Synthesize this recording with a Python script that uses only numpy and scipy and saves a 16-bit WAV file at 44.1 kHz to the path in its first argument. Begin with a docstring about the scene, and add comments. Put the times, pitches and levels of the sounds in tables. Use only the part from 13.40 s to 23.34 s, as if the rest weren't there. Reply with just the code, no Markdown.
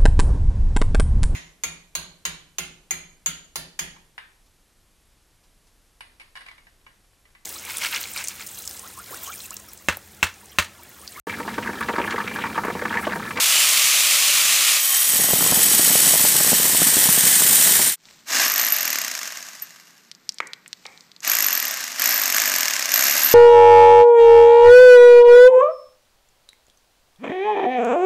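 """An angle grinder runs fast, skimming the concrete wall of an empty pool, then bites in and slows down.
Its fan and motor are coloured noise and sines, its ringing disc is narrow bands of noise that follow
the spin, and its air blast buffets the close microphone with low, puffy noise. The grinder fades, and a
rotary hammer chisels in bursts: strokes trigger noise in the housing and steel chisel. After a burst it
coasts, at times to a stall; chips crack and drop, mostly while it rests, over a faint outdoor background."""
import sys
import numpy as np
from scipy import signal
from scipy.fft import rfft, irfft
from scipy.io import wavfile

SR = 44100
rng = np.random.default_rng(int(sys.argv[2]) if len(sys.argv) > 2 else 0)


def output_pcm(signal):
    """Save a mono or channel-first signal as 16-bit PCM at the path in sys.argv[1].

    Samples are clipped to [-1, 1] before scaling.
    """
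    pcm = np.clip(np.atleast_2d(signal).T, -1, 1) * 32767
    wavfile.write(sys.argv[1], SR, np.round(pcm).astype(np.int16))


N = 438354
TIME = np.arange(N) / SR

# All levels in the tables are relative: later gains set the final loudness.
# Colour tables give the shape of a noise spectrum, with columns: pitch_hz, level_db (per Hz).

# grinder spindle speed before its slight waver: time_s, turns_per_s
SPINDLE = [(0, 166), (1.38, 156), (1.85, 150), (2.1, 125), (2.4, 120), (2.75, 113), (3.3, 96), (3.8, 91),
           (4.56, 82)]
BITE_S, FADE_S, SILENT_S = 1.385, 4.49, 4.56
# how hard the disc is fed into the cut: time_s, level_db
FEED = [(1.4, -19.5), (1.6, -16.5), (1.91, -17.5), (2.52, -14.5), (3.29, -17), (4.33, -15), (4.48, -18.5)]
# colour of the fan's rush: pitch_hz, level_db
RUSH_COLOUR = [(47, -76.5), (80, -60.5), (154, -25), (285, -24.5), (503, -21.5), (574, -15.5), (971, -13.5),
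               (1110, -6.5), (1540, -8.5), (2440, 0.5), (5360, -2.5), (8120, -2), (11000, -5.5),
               (12300, -6), (15000, -6)]
# colour of the scrape in the cut: pitch_hz, level_db
CUT_COLOUR = [(290, -39), (500, -17), (1240, -12), (1770, -7), (2530, -8), (3050, -5), (5160, -4.5),
              (8250, -1.5), (8610, -3), (11800, -5), (12300, -7.5), (14200, 1.5), (15000, -8.5)]
# shaft, rotor and commutator tones: multiple_of_spindle_speed, level_db
GRINDER_TONES = [(1, -43.5), (2, -43), (3.7, -32), (7.77, -26), (38.9, -16.5), (44.4, -14.5)]
GEAR_TONES = [(5.05, -44.5), (7.05, -38), (20.25, -32.5)]
# ways the disc rings: pitch_hz (at 100 turns per s), shift_hz (per turn per s),
# width_hz (halfway through the cut), level_db (halfway), gain_db (over the whole cut)
DISC_MODES = [(1880, 0, 260, -15, 7), (3080, 1, 150, -17, -3), (5670, 0, 240, -14, 1),
              (6600, 0, 200, -15, 0), (7200, -4, 150, -14, 12), (7790, 3.6, 160, -6, -1),
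              (8630, -3.2, 170, -6, 8), (9480, 3.2, 170, -5, 2), (10500, -4.7, 150, -8, 0),
              (11560, 4.6, 190, -7, -7), (12820, -6, 160, -14, -3), (14000, 7, 300, -4, 1)]
# the disc skims the wall before it bites and screeches in two resonances: pitch_hz, width_hz, level_db
SCREECH = [(2620, 80, -8), (2950, 170, -4)]
SKIM_S, SKIM_LENGTH_S = 0.18, 0.072
# level of fan and motor before the bite, what it loses under load, and how fast
FAN_DB, FAN_SAG_DB, FAN_SAG_S = -20.5, -6.5, 0.14
# the scrape starts weaker and grows as the slot deepens
SHALLOW_DB, DEEPEN_S = -3.5, 0.79

# colour of the air blast: pitch_hz, level_db
BLAST_COLOUR = [(25, -18), (60, -22.5), (110, -9), (180, -2), (400, -7.5), (900, -9), (1500, -15),
                (4000, -52.5)]
# hardest puffs of the blast: start_s, peak_db
PUFFS = [(1.841, -13.5), (1.934, -8), (2.008, -11.5), (2.062, -18), (2.122, -9.5), (2.394, -11.5),
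         (2.514, -15.5), (2.554, -12), (2.738, -10.5), (2.85, -11), (2.954, -12), (3.045, -13), (3.129, -6),
         (3.418, -9.5), (3.569, -13), (3.689, -13.5), (4.019, -11)]
# the blast builds as the slot opens, then eases
BLAST_FROM_S, BLAST_RISE_S, BLAST_DB, BLAST_DB_PER_S = 1.632, 0.28, -28, -1.0

# pulls of the hammer's trigger: pressed_s, released_s, coasting_s (time constant after release)
TRIGGER = [(4.845, 5.0298, .3136), (5.1515, 5.207, .6648), (7.8108, 7.9362, .6541), (8.5707, 8.6863, .608),
           (8.9248, 8.9731, .7741), (9.4914, 10, .75)]
# how the chisel sits in the concrete on each pull: whirr_db, chisel_ring_db
SEATING = [(-23.5, -23.5), (-23.5, -21.5), (-23.5, -20), (-23, -21.5), (-21.5, -25.5), (-22.5, -20.5)]
# how hard the worker leans on the hammer, which sets the weight of the blows: time_s, level_db
LEAN = [(4.98, -26.5), (5.09, -28), (5.19, -24), (5.28, -32), (5.55, -23.5), (6.0, -24.5), (7.87, -26.5),
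        (8.0, -25.5), (8.24, -27), (8.42, -27), (8.63, -24.5), (8.76, -30.5), (8.88, -22), (9.05, -25),
        (9.29, -21), (9.56, -23), (9.7, -24.5), (9.85, -32)]
# colour of the hammer's whirr: pitch_hz, level_db
WHIRR_COLOUR = [(59, -59), (100, -37), (213, -22.5), (241, -12), (399, -23.5), (607, -10.5), (904, -9),
                (1210, -1.5), (1400, -7), (1590, 2), (3050, -7.5), (6620, -1.5), (10100, -15.5),
                (12400, -9), (15000, -21)]
# colour of its blows: pitch_hz, level_db
BLOW_COLOUR = [(59, -63), (100, -35), (246, -12.5), (443, -17.5), (660, -6), (923, -16.5), (1730, 3),
               (2470, 0), (2750, -5.5), (3610, -9.5), (6480, 4.5), (10100, -14), (12400, -20), (13200, -8),
               (15000, -4.5)]
# colour of the piston's push through the housing: pitch_hz, level_db
THUMP_COLOUR = [(70, -28), (145, -7), (290, -2.5), (360, 3), (440, -15), (590, -0.5), (800, -9), (1500, 2),
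                (3000, -17)]
# resonances of the hammer's housing: pitch_hz, width_hz, level_db
HOUSING = [(263, 67, -8.5), (644, 144, -6), (1760, 250, -34), (2793, 120, 0), (5340, 150, -6.5)]
# ringing of the steel chisel: pitch_hz, fade_s (time to fall by 60 dB), level_db
CHISEL = [(12095, 0.046, -1.5), (12520, 0.012, 0), (11660, 0.0094, -7.5)]
# full and stalling pace (strokes per s), spin-up time constant, crank at rest (share of a stroke)
TOP_PACE, STALL_PACE, SPIN_UP_S, CRANK_START = 74.446, 6.364, .0785, .347
# below these paces (strokes per s) a sound falls away, with this steepness (power of the pace)
WHIRR_KNEE, WHIRR_POWER = 31.6, 2.59
BLOW_KNEE, BLOW_POWER = 32.5, 3.23
RING_KNEE, RING_POWER = 38, 7.8
# the whirr swells under power; blows hit harder while the motor pulls up to speed
POWER_DB, KICK_DB, RING_KICK_DB = 1.5, 4.5, 6
# the first pull is a slow squeeze; by SEATED_S the chisel has found the wall and rings fully
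SQUEEZE_FROM_S, SQUEEZE_TO_S, SEATED_S = 4.83, 4.954, 5.04
# the whirr is louder until the wall first loads the hammer
LOADED_S, UNLOADED_DB = 5.08, 4
# time constant of a blow crushing the concrete
CRUSH_S = .0023

# the chisel springs free and sings: start_s, peak_db
PINGS = [(5.3228, -1), (6.2217, -16), (9.8465, -2), (9.8604, -6), (9.9134, -6)]
# chips crack and drop: start_s (about 1 ms before the snap), peak_db, pitch_hz, lower_body (share)
CHIPS = [(4.654, -33, 3910, .4), (4.686, -37, 2050, .4), (6.714, -20.5, 4270, 0.83),
         (6.749, -31, 4730, 0.33), (6.891, -7, 4800, .05), (6.921, -28, 5500, .2), (6.943, -29, 7570, .2),
         (6.984, -18.5, 4200, 0.74), (7.002, -12, 1310, 0.4), (7.003, -15, 2280, 0.18),
         (7.071, -23, 6500, .3), (7.133, -14.5, 3700, 1), (7.26, -29, 2020, 0.38), (7.278, -25, 7840, .3),
         (7.329, -13.5, 4040, 0.9), (7.453, -27, 3000, .6), (7.464, -20.5, 4350, .4),
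         (7.575, -31, 3960, .2), (7.607, -28.5, 4540, .3), (7.716, -30.5, 3760, .4), (7.763, -30, 4140, .4),
         (7.804, -27, 6010, .3), (7.84, -29, 2810, .4)]
# heavier lumps land on the pool floor: start_s, peak_db
LUMPS = [(7.003, -14.5), (7.456, -23)]
# colour of their thud: pitch_hz, level_db
LUMP_COLOUR = [(100, -27), (500, -7.5), (1200, -2), (2300, 0), (3300, -25), (8000, -22), (15000, -53)]
POOL_T60_S = 0.51

# colour of the quiet site: pitch_hz, level_db
SITE_COLOUR = [(24, -53), (40, -30), (173, 10), (612, -5), (1960, 0), (3140, -12), (4230, -4), (7680, -20),
               (9600, -28), (12300, -11), (15000, -20)]
SITE_DB = -60.5
# grit runs down the wall: thickest_s, half_length_s, level_db
TRICKLES = [(4.704, 0.12, -52), (6.9, .2, -62), (7.52, 0.19, -56.5)]
# colour of the grit: pitch_hz, level_db
GRIT_COLOUR = [(300, -7.5), (2000, -5), (5000, -2), (8000, -4.5), (10000, -23), (15000, -14)]
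CUTOFF_HZ = 15100


def grinder(rush_db=5.5, loaded_rush_db=-7, cut_db=-1, disc_db=-4, rub_depth=0.093, chatter_db=1.5,
            flutter_db=1.0, waver=0.00196, notch_hz=12330, notch_width_hz=750, notch_depth=.65,
            low_cut_hz=70):
    """Fan rush and motor tones; once the disc bites, grit scrapes and sets the spinning disc ringing."""
    speed = in_time(SPINDLE)[0] * (1 + waver * drift(14))
    turns = np.cumsum(speed) / SR
    in_cut_s = np.maximum(TIME - BITE_S, 0)
    feed = from_db(in_time(FEED)[0])
    fan = from_db(FAN_DB + FAN_SAG_DB * (1 - np.exp(-in_cut_s / FAN_SAG_S)))
    cutting = feed * from_db(SHALLOW_DB * np.exp(-in_cut_s / DEEPEN_S))
    biting = ramp(BITE_S - .01, BITE_S + 0.03)

    # each motor tone flickers in level on its own
    tones = sum(spin_tone(multiple, db, turns) * from_db(3.5 * drift(40)) for multiple, db in GRINDER_TONES)
    loading = biting * np.exp(-np.abs(TIME - BITE_S - .15) / 0.081)
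    gears = loading * sum(spin_tone(multiple, db, turns) for multiple, db in GEAR_TONES)

    rush = colour(noise() * from_db(flutter_db * drift(300)), RUSH_COLOUR)
    rush = rush * from_db(rush_db + loaded_rush_db * biting)
    rush = signal.sosfilt(signal.butter(2, low_cut_hz, "high", fs=SR, output="sos"), rush)

    skim = np.exp(-((TIME - SKIM_S) / SKIM_LENGTH_S) ** 2)
    screech = skim * sum(from_db(db) * resonate(noise(), hz, width_hz) for hz, width_hz, db in SCREECH)

    # the rim's rub varies once and twice a turn, and it skips on the stones in the concrete
    rub = 1 + rub_depth * (np.cos(2 * np.pi * turns) + np.sin(4 * np.pi * turns))
    contact = biting * rub * from_db(chatter_db * drift(220))
    scrape = from_db(cut_db) * cutting * colour(noise() * contact, CUT_COLOUR)
    disc = from_db(disc_db) * feed * contact * spinning_disc(turns)
    sound = fan * (rush + tones) + gears + screech + scrape + disc
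    # a narrow hollow lies in the treble
    return sound - notch_depth * resonate(sound, notch_hz, notch_width_hz)


def spin_tone(multiple, db, turns):
    """A sine locked to the spindle, so its pitch falls as the grinder slows."""
    return from_db(db) * np.sqrt(2) * np.sin(2 * np.pi * multiple * turns)


def spinning_disc(turns, slot_damping=1.1, wander_db=1.0, wobble_hz=25):
    """Narrow bands of bending waves, driven by grit; the deeper the slot, the more it damps them."""
    # -0.5 at the bite, +0.5 at the end of the cut
    depth = ramp(BITE_S, FADE_S) - .5
    # the hand rocks the disc in the slot, which bends all its modes together
    rocking = wobble_hz * np.cumsum(drift(6)) / SR
    out = 0
    for hz, shift, width_hz, db, deep_db in DISC_MODES:
        width = width_hz * np.exp(slot_damping * depth)
        swell = drift(2 * width) + 1j * drift(2 * width)
        # waves running with the spin sound higher, waves running against it lower
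        cycles = hz * TIME + shift * (turns - 100 * TIME) + rocking
        level = from_db(db + deep_db * depth + wander_db * drift(7.6))
        out = out + level * np.real(swell * np.exp(2j * np.pi * cycles))
    return out


def air_blast(level_db=-6, lump_db=2.5, gust_db=-5.0, gusts_per_s=70, spread_db=3.5, puff_db=1.0,
              puff_s=0.0032):
    """Air and dust flung from the disc hit the microphone: a lumpy stream, small gusts and hard puffs."""
    stream = from_db(level_db) * rms_one(noise() * from_db(lump_db * drift(110)))
    arrivals = (rng.random(N) < gusts_per_s / SR) * from_db(spread_db * noise().clip(-2, 1))
    gusts = from_db(gust_db) * rms_one(die_away(arrivals, puff_s) * noise())
    strength = from_db(BLAST_DB + BLAST_DB_PER_S * (TIME - BLAST_FROM_S))
    strength = strength * ramp(BLAST_FROM_S, BLAST_FROM_S + BLAST_RISE_S)
    strength = strength * (1 - ramp(FADE_S - .08, SILENT_S))
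    puffs = from_db(puff_db) * bursts(PUFFS, puff_s)
    return colour(strength * (stream + gusts) + puffs, BLAST_COLOUR)


def hammer(whirr_db=-1.68, blow_db=.8, ring_db=-4.0, knock_db=-15, uneven_db=0.66, rise_s=0.00038,
           return_share=.62, rattle_db=2.0, crack_db=15, thump_db=-20, thump_pace=60,
           coast_knock_db=1.0, whine_order=143, whine_db=-17):
    """Each piston stroke shakes the housing, crushes concrete and rings the chisel; the motor whines."""
    pace, power = motor()
    whirr, blow, ring = effort(pace, power)
    strokes, rate = CRANK_START + np.cumsum(pace) / SR, pace.clip(10)
    stroke = np.arange(1, strokes[-1])
    force = from_db(uneven_db * rng.standard_normal((len(stroke), 2)))
    hits = clicks(np.interp(stroke, strokes, TIME) - rise_s, force[:, 0])
    # the striker knocks back part way through each stroke, harder when the motor coasts
    knock_place = stroke + return_share + rng.normal(0, 0.041, len(stroke))
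    knocks = clicks(np.interp(knock_place, strokes, TIME), force[:, 1])

    # a contact builds up and crumbles within a few ms; slow strokes stand further out of their mean level
    contacts = die_away(die_away(np.array([hits, knocks]), CRUSH_S), rise_s) / (rise_s * SR)
    crush, knock = contacts * np.sqrt(2 / (rate * CRUSH_S))
    blows = colour(from_db(blow_db) * blow * crush * noise(), BLOW_COLOUR)
    # first contact is a hard crack that dies away with a 0.7 ms time constant
    crack = die_away(hits, .0007) * noise()
    blows = blows + from_db(crack_db) * blow * colour(crack, BLOW_COLOUR)

    steel = 0
    for hz, t60, db in CHISEL:
        mode = resonate(crush * noise(), hz, np.log(1000) / (np.pi * t60))
        # slower-dying modes are narrower, so they are lifted to match
        steel = steel + from_db(db) * mode * np.sqrt(t60 * SR / np.log(1000))

    knocking = from_db(knock_db + coast_knock_db * (1.5 - power)) * knock
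    gears = colour(noise() * (from_db(rattle_db * drift(500)) + knocking), WHIRR_COLOUR)
    # the same push every stroke gives a low buzz that climbs with the pace
    thump = from_db(thump_db) * colour(hits * np.sqrt(SR / rate) * rate / thump_pace, THUMP_COLOUR)
    whine_hz = whine_order * rate * (1 + 0.0086 * drift(400))
    whine = from_db(whine_db) * np.sin(2 * np.pi * np.cumsum(whine_hz) / SR)
    body = blows + from_db(whirr_db) * whirr * (gears + whine + thump)
    body = body + sum(from_db(db) * resonate(body, hz, width_hz) for hz, width_hz, db in HOUSING)
    return body + from_db(ring_db) * ring * steel


def motor():
    """Pace (strokes per s) and power (1 or 0): climbs while the trigger is held, then coasts until it stalls."""
    pace, power = np.zeros(N), np.zeros(N)
    for pressed, released, coast_s in TRIGGER:
        at = int(pressed * SR)
        t = TIME[at:]
        held_s = np.minimum(t, released) - t[0]
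        driven = TOP_PACE + (pace[at] - TOP_PACE) * np.exp(-held_s / SPIN_UP_S)
        coasting = driven * np.exp(-np.maximum(t - released, 0) / coast_s)
        power[at:] = t < released
        pace[at:] = coasting * ((t < released) | (coasting > STALL_PACE))
    return pace, power


def effort(pace, power, settle_s=.04):
    """Gains of whirr, blow and chisel ring, from the pace, power, lean and seating of the chisel."""
    pull = np.maximum(np.searchsorted([row[0] for row in TRIGGER], TIME) - 1, 0)
    whirr_db, ring_db = lag(np.array(SEATING)[pull].T, settle_s)
    torque = lag(power * (1 - pace / TOP_PACE), settle_s)
    squeeze = ramp(SQUEEZE_FROM_S, SQUEEZE_TO_S)
    whirr_db = whirr_db + UNLOADED_DB * (1 - ramp(LOADED_S - .01, LOADED_S + .015))
    whirr = from_db(whirr_db + POWER_DB * lag(power, settle_s))
    whirr = whirr * falls_away(pace, WHIRR_KNEE, WHIRR_POWER) * squeeze
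    blow = from_db(in_time(LEAN)[0] + KICK_DB * torque)
    blow = blow * falls_away(pace, BLOW_KNEE, BLOW_POWER) * squeeze ** 2
    seated = ramp(SEATED_S - .1, SEATED_S) ** 2
    ring = from_db(ring_db + RING_KICK_DB * torque) * falls_away(pace, RING_KNEE, RING_POWER) * seated
    return whirr, blow, ring


def falls_away(pace, knee, power):
    """Near 1 at a fast pace, dropping as a power of the pace below the knee."""
    return 1 / (1 + (knee / np.maximum(pace, 1e-3)) ** power)


def pings(level_db=-4, ring_s=0.0083, beat=0.46):
    """Unloaded, the chisel rings on in its two main modes, which beat."""
    s, db = np.transpose(PINGS)
    main_hz, second_hz = CHISEL[0][0], CHISEL[1][0]
    tone = np.sin(2 * np.pi * main_hz * TIME) + beat * np.sin(2 * np.pi * second_hz * TIME)
    return die_away(clicks(s, from_db(db + level_db)), ring_s) * tone


def chips(level_db=1, width_share=0.39, crumble=0.063, crumble_s=0.0035, size=2048):
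    """Each chip is a sharp snap in a broad resonance with some lower body, then a few ms of crumbling."""
    out = np.zeros(N)
    for s, db, hz, body in CHIPS:
        width_hz = width_share * hz
        snap = crumble * rng.standard_normal(size) * np.exp(-TIME[:size] / crumble_s)
        snap[0] = 1
        snap = resonate(snap, hz, width_hz) + body * resonate(snap, hz / 2, width_hz)
        snap = resonate(snap, hz, 2 * width_hz)
        at = int((s + 0.00101) * SR)
        out[at:at + size] += from_db(db + level_db) * snap / np.abs(snap).max()
    return out


def lumps():
    """Heavier lumps thud on the floor: short, dying puffs of coloured noise."""
    return colour(bursts(LUMPS, decay_s=0.0024), LUMP_COLOUR)


def pool(x, wet_db, wall_hz=5000, gap_s=.012):
    """Adds dull, dense reflections from the concrete basin: a dying noise tail after a short gap."""
    t = TIME[:SR]
    tail = rng.standard_normal(SR) * from_db(-60 * t / POOL_T60_S) * (t > gap_s)
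    tail = tail / np.linalg.norm(tail)
    tail = signal.sosfilt(signal.butter(2, min(wall_hz, SR / 3), fs=SR, output="sos"), tail)
    return x + from_db(wet_db) * signal.oaconvolve(x, tail)[:N]


def site(grain_db=3.0):
    """Faint outdoor background noise, with grainy noise for grit trickling down the wall."""
    flow = sum(from_db(db) * np.exp(-((TIME - s) / half_s) ** 2 / 2) for s, half_s, db in TRICKLES)
    grit = flow * colour(rms_one(noise() * from_db(grain_db * drift(1200))), GRIT_COLOUR)
    return from_db(SITE_DB) * colour(noise(), SITE_COLOUR) + grit


def from_db(db):
    """Decibels to gain."""
    return 10 ** (np.asarray(db) / 20)


def rms_one(x):
    """Scale to unit power."""
    return x / np.sqrt(np.mean(np.abs(x) ** 2) + 1e-20)


def in_time(rows):
    """Each column of a curve table, sample by sample."""
    s, *columns = np.transpose(rows)
    return [np.interp(TIME, s, c) for c in columns]


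def ramp(start, end):
    """Rises from 0 to 1 between two times."""
    return np.clip((TIME - start) / max(end - start, 1 / SR), 0, 1)


def lag(x, seconds):
    """Follows x with a time constant."""
    r = np.exp(-1 / (seconds * SR))
    return signal.lfilter([1 - r], [1, -r], x + 1e-18)


def noise():
    """White noise."""
    return rng.standard_normal(N)


def drift(rate):
    """Smooth random curve of unit power that changes rate times a second; the rate may vary."""
    place = np.cumsum(np.broadcast_to(rate, N)) / SR
    return rms_one(np.interp(place, np.arange(N), rng.standard_normal(N)))


def colour(x, spectrum, size=4096):
    """Filter with the given spectrum and no sound ahead of time; white noise keeps its power."""
    hz, db = np.transpose(spectrum)
    grid = np.linspace(1, SR / 2, size // 2 + 1)
    cepstrum = irfft(np.log(from_db(np.interp(np.log(grid), np.log(hz), db))))
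    # fold the cepstrum so that the response starts at once (minimum phase)
    cepstrum[1:size // 2] *= 2
    cepstrum[size // 2 + 1:] = 0
    response = irfft(np.exp(rfft(cepstrum)))
    return signal.oaconvolve(x, response / np.linalg.norm(response))[:N]


def resonate(x, hz, width_hz):
    """One resonance, gain about 1 at its top."""
    r = np.exp(-np.pi * width_hz / SR)
    feedback = [1, -2 * r * np.cos(2 * np.pi * hz / SR), r * r]
    return signal.lfilter(np.array([1, 0, -1]) * (1 - r * r) / 2, feedback, x + 1e-18)


def clicks(times, heights):
    """Single-sample impulses."""
    out = np.zeros(N)
    np.add.at(out, np.clip(np.asarray(times) * SR, 0, N - 1).astype(int), heights)
    return out


def die_away(x, decay_s):
    """Each impulse becomes an exponential tail of the same height."""
    return signal.lfilter([1], [1, -np.exp(-1 / (decay_s * SR))], x + 1e-18)


def bursts(rows, decay_s):
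    """A dying puff of noise for each row: start_s, peak_db."""
    s, db = np.transpose(rows)
    return die_away(clicks(s, from_db(db)), decay_s) * noise() / 2


def scene():
    """The grinder fades out, the hammer follows; both channels are alike."""
    cutting = (grinder() + air_blast()) * (1 - ramp(FADE_S, SILENT_S))
    debris = pool(chips(), wet_db=-24) + pool(lumps(), wet_db=-4.0)
    chiselling = pool(hammer(), wet_db=-11) + pings() + debris
    background = site() * ramp(SILENT_S - .03, SILENT_S + 0.13)
    mono = cutting + chiselling + background
    return np.array([mono, mono])


def record(dry):
    """Peaks are rounded and the top is cut steeply."""
    top = 0.97
    rounded = top * np.tanh(dry / top)
    return signal.sosfilt(signal.ellip(12, .1, 80, CUTOFF_HZ, fs=SR, output="sos"), rounded)


dry = scene()
out = record(dry)
output_pcm(out)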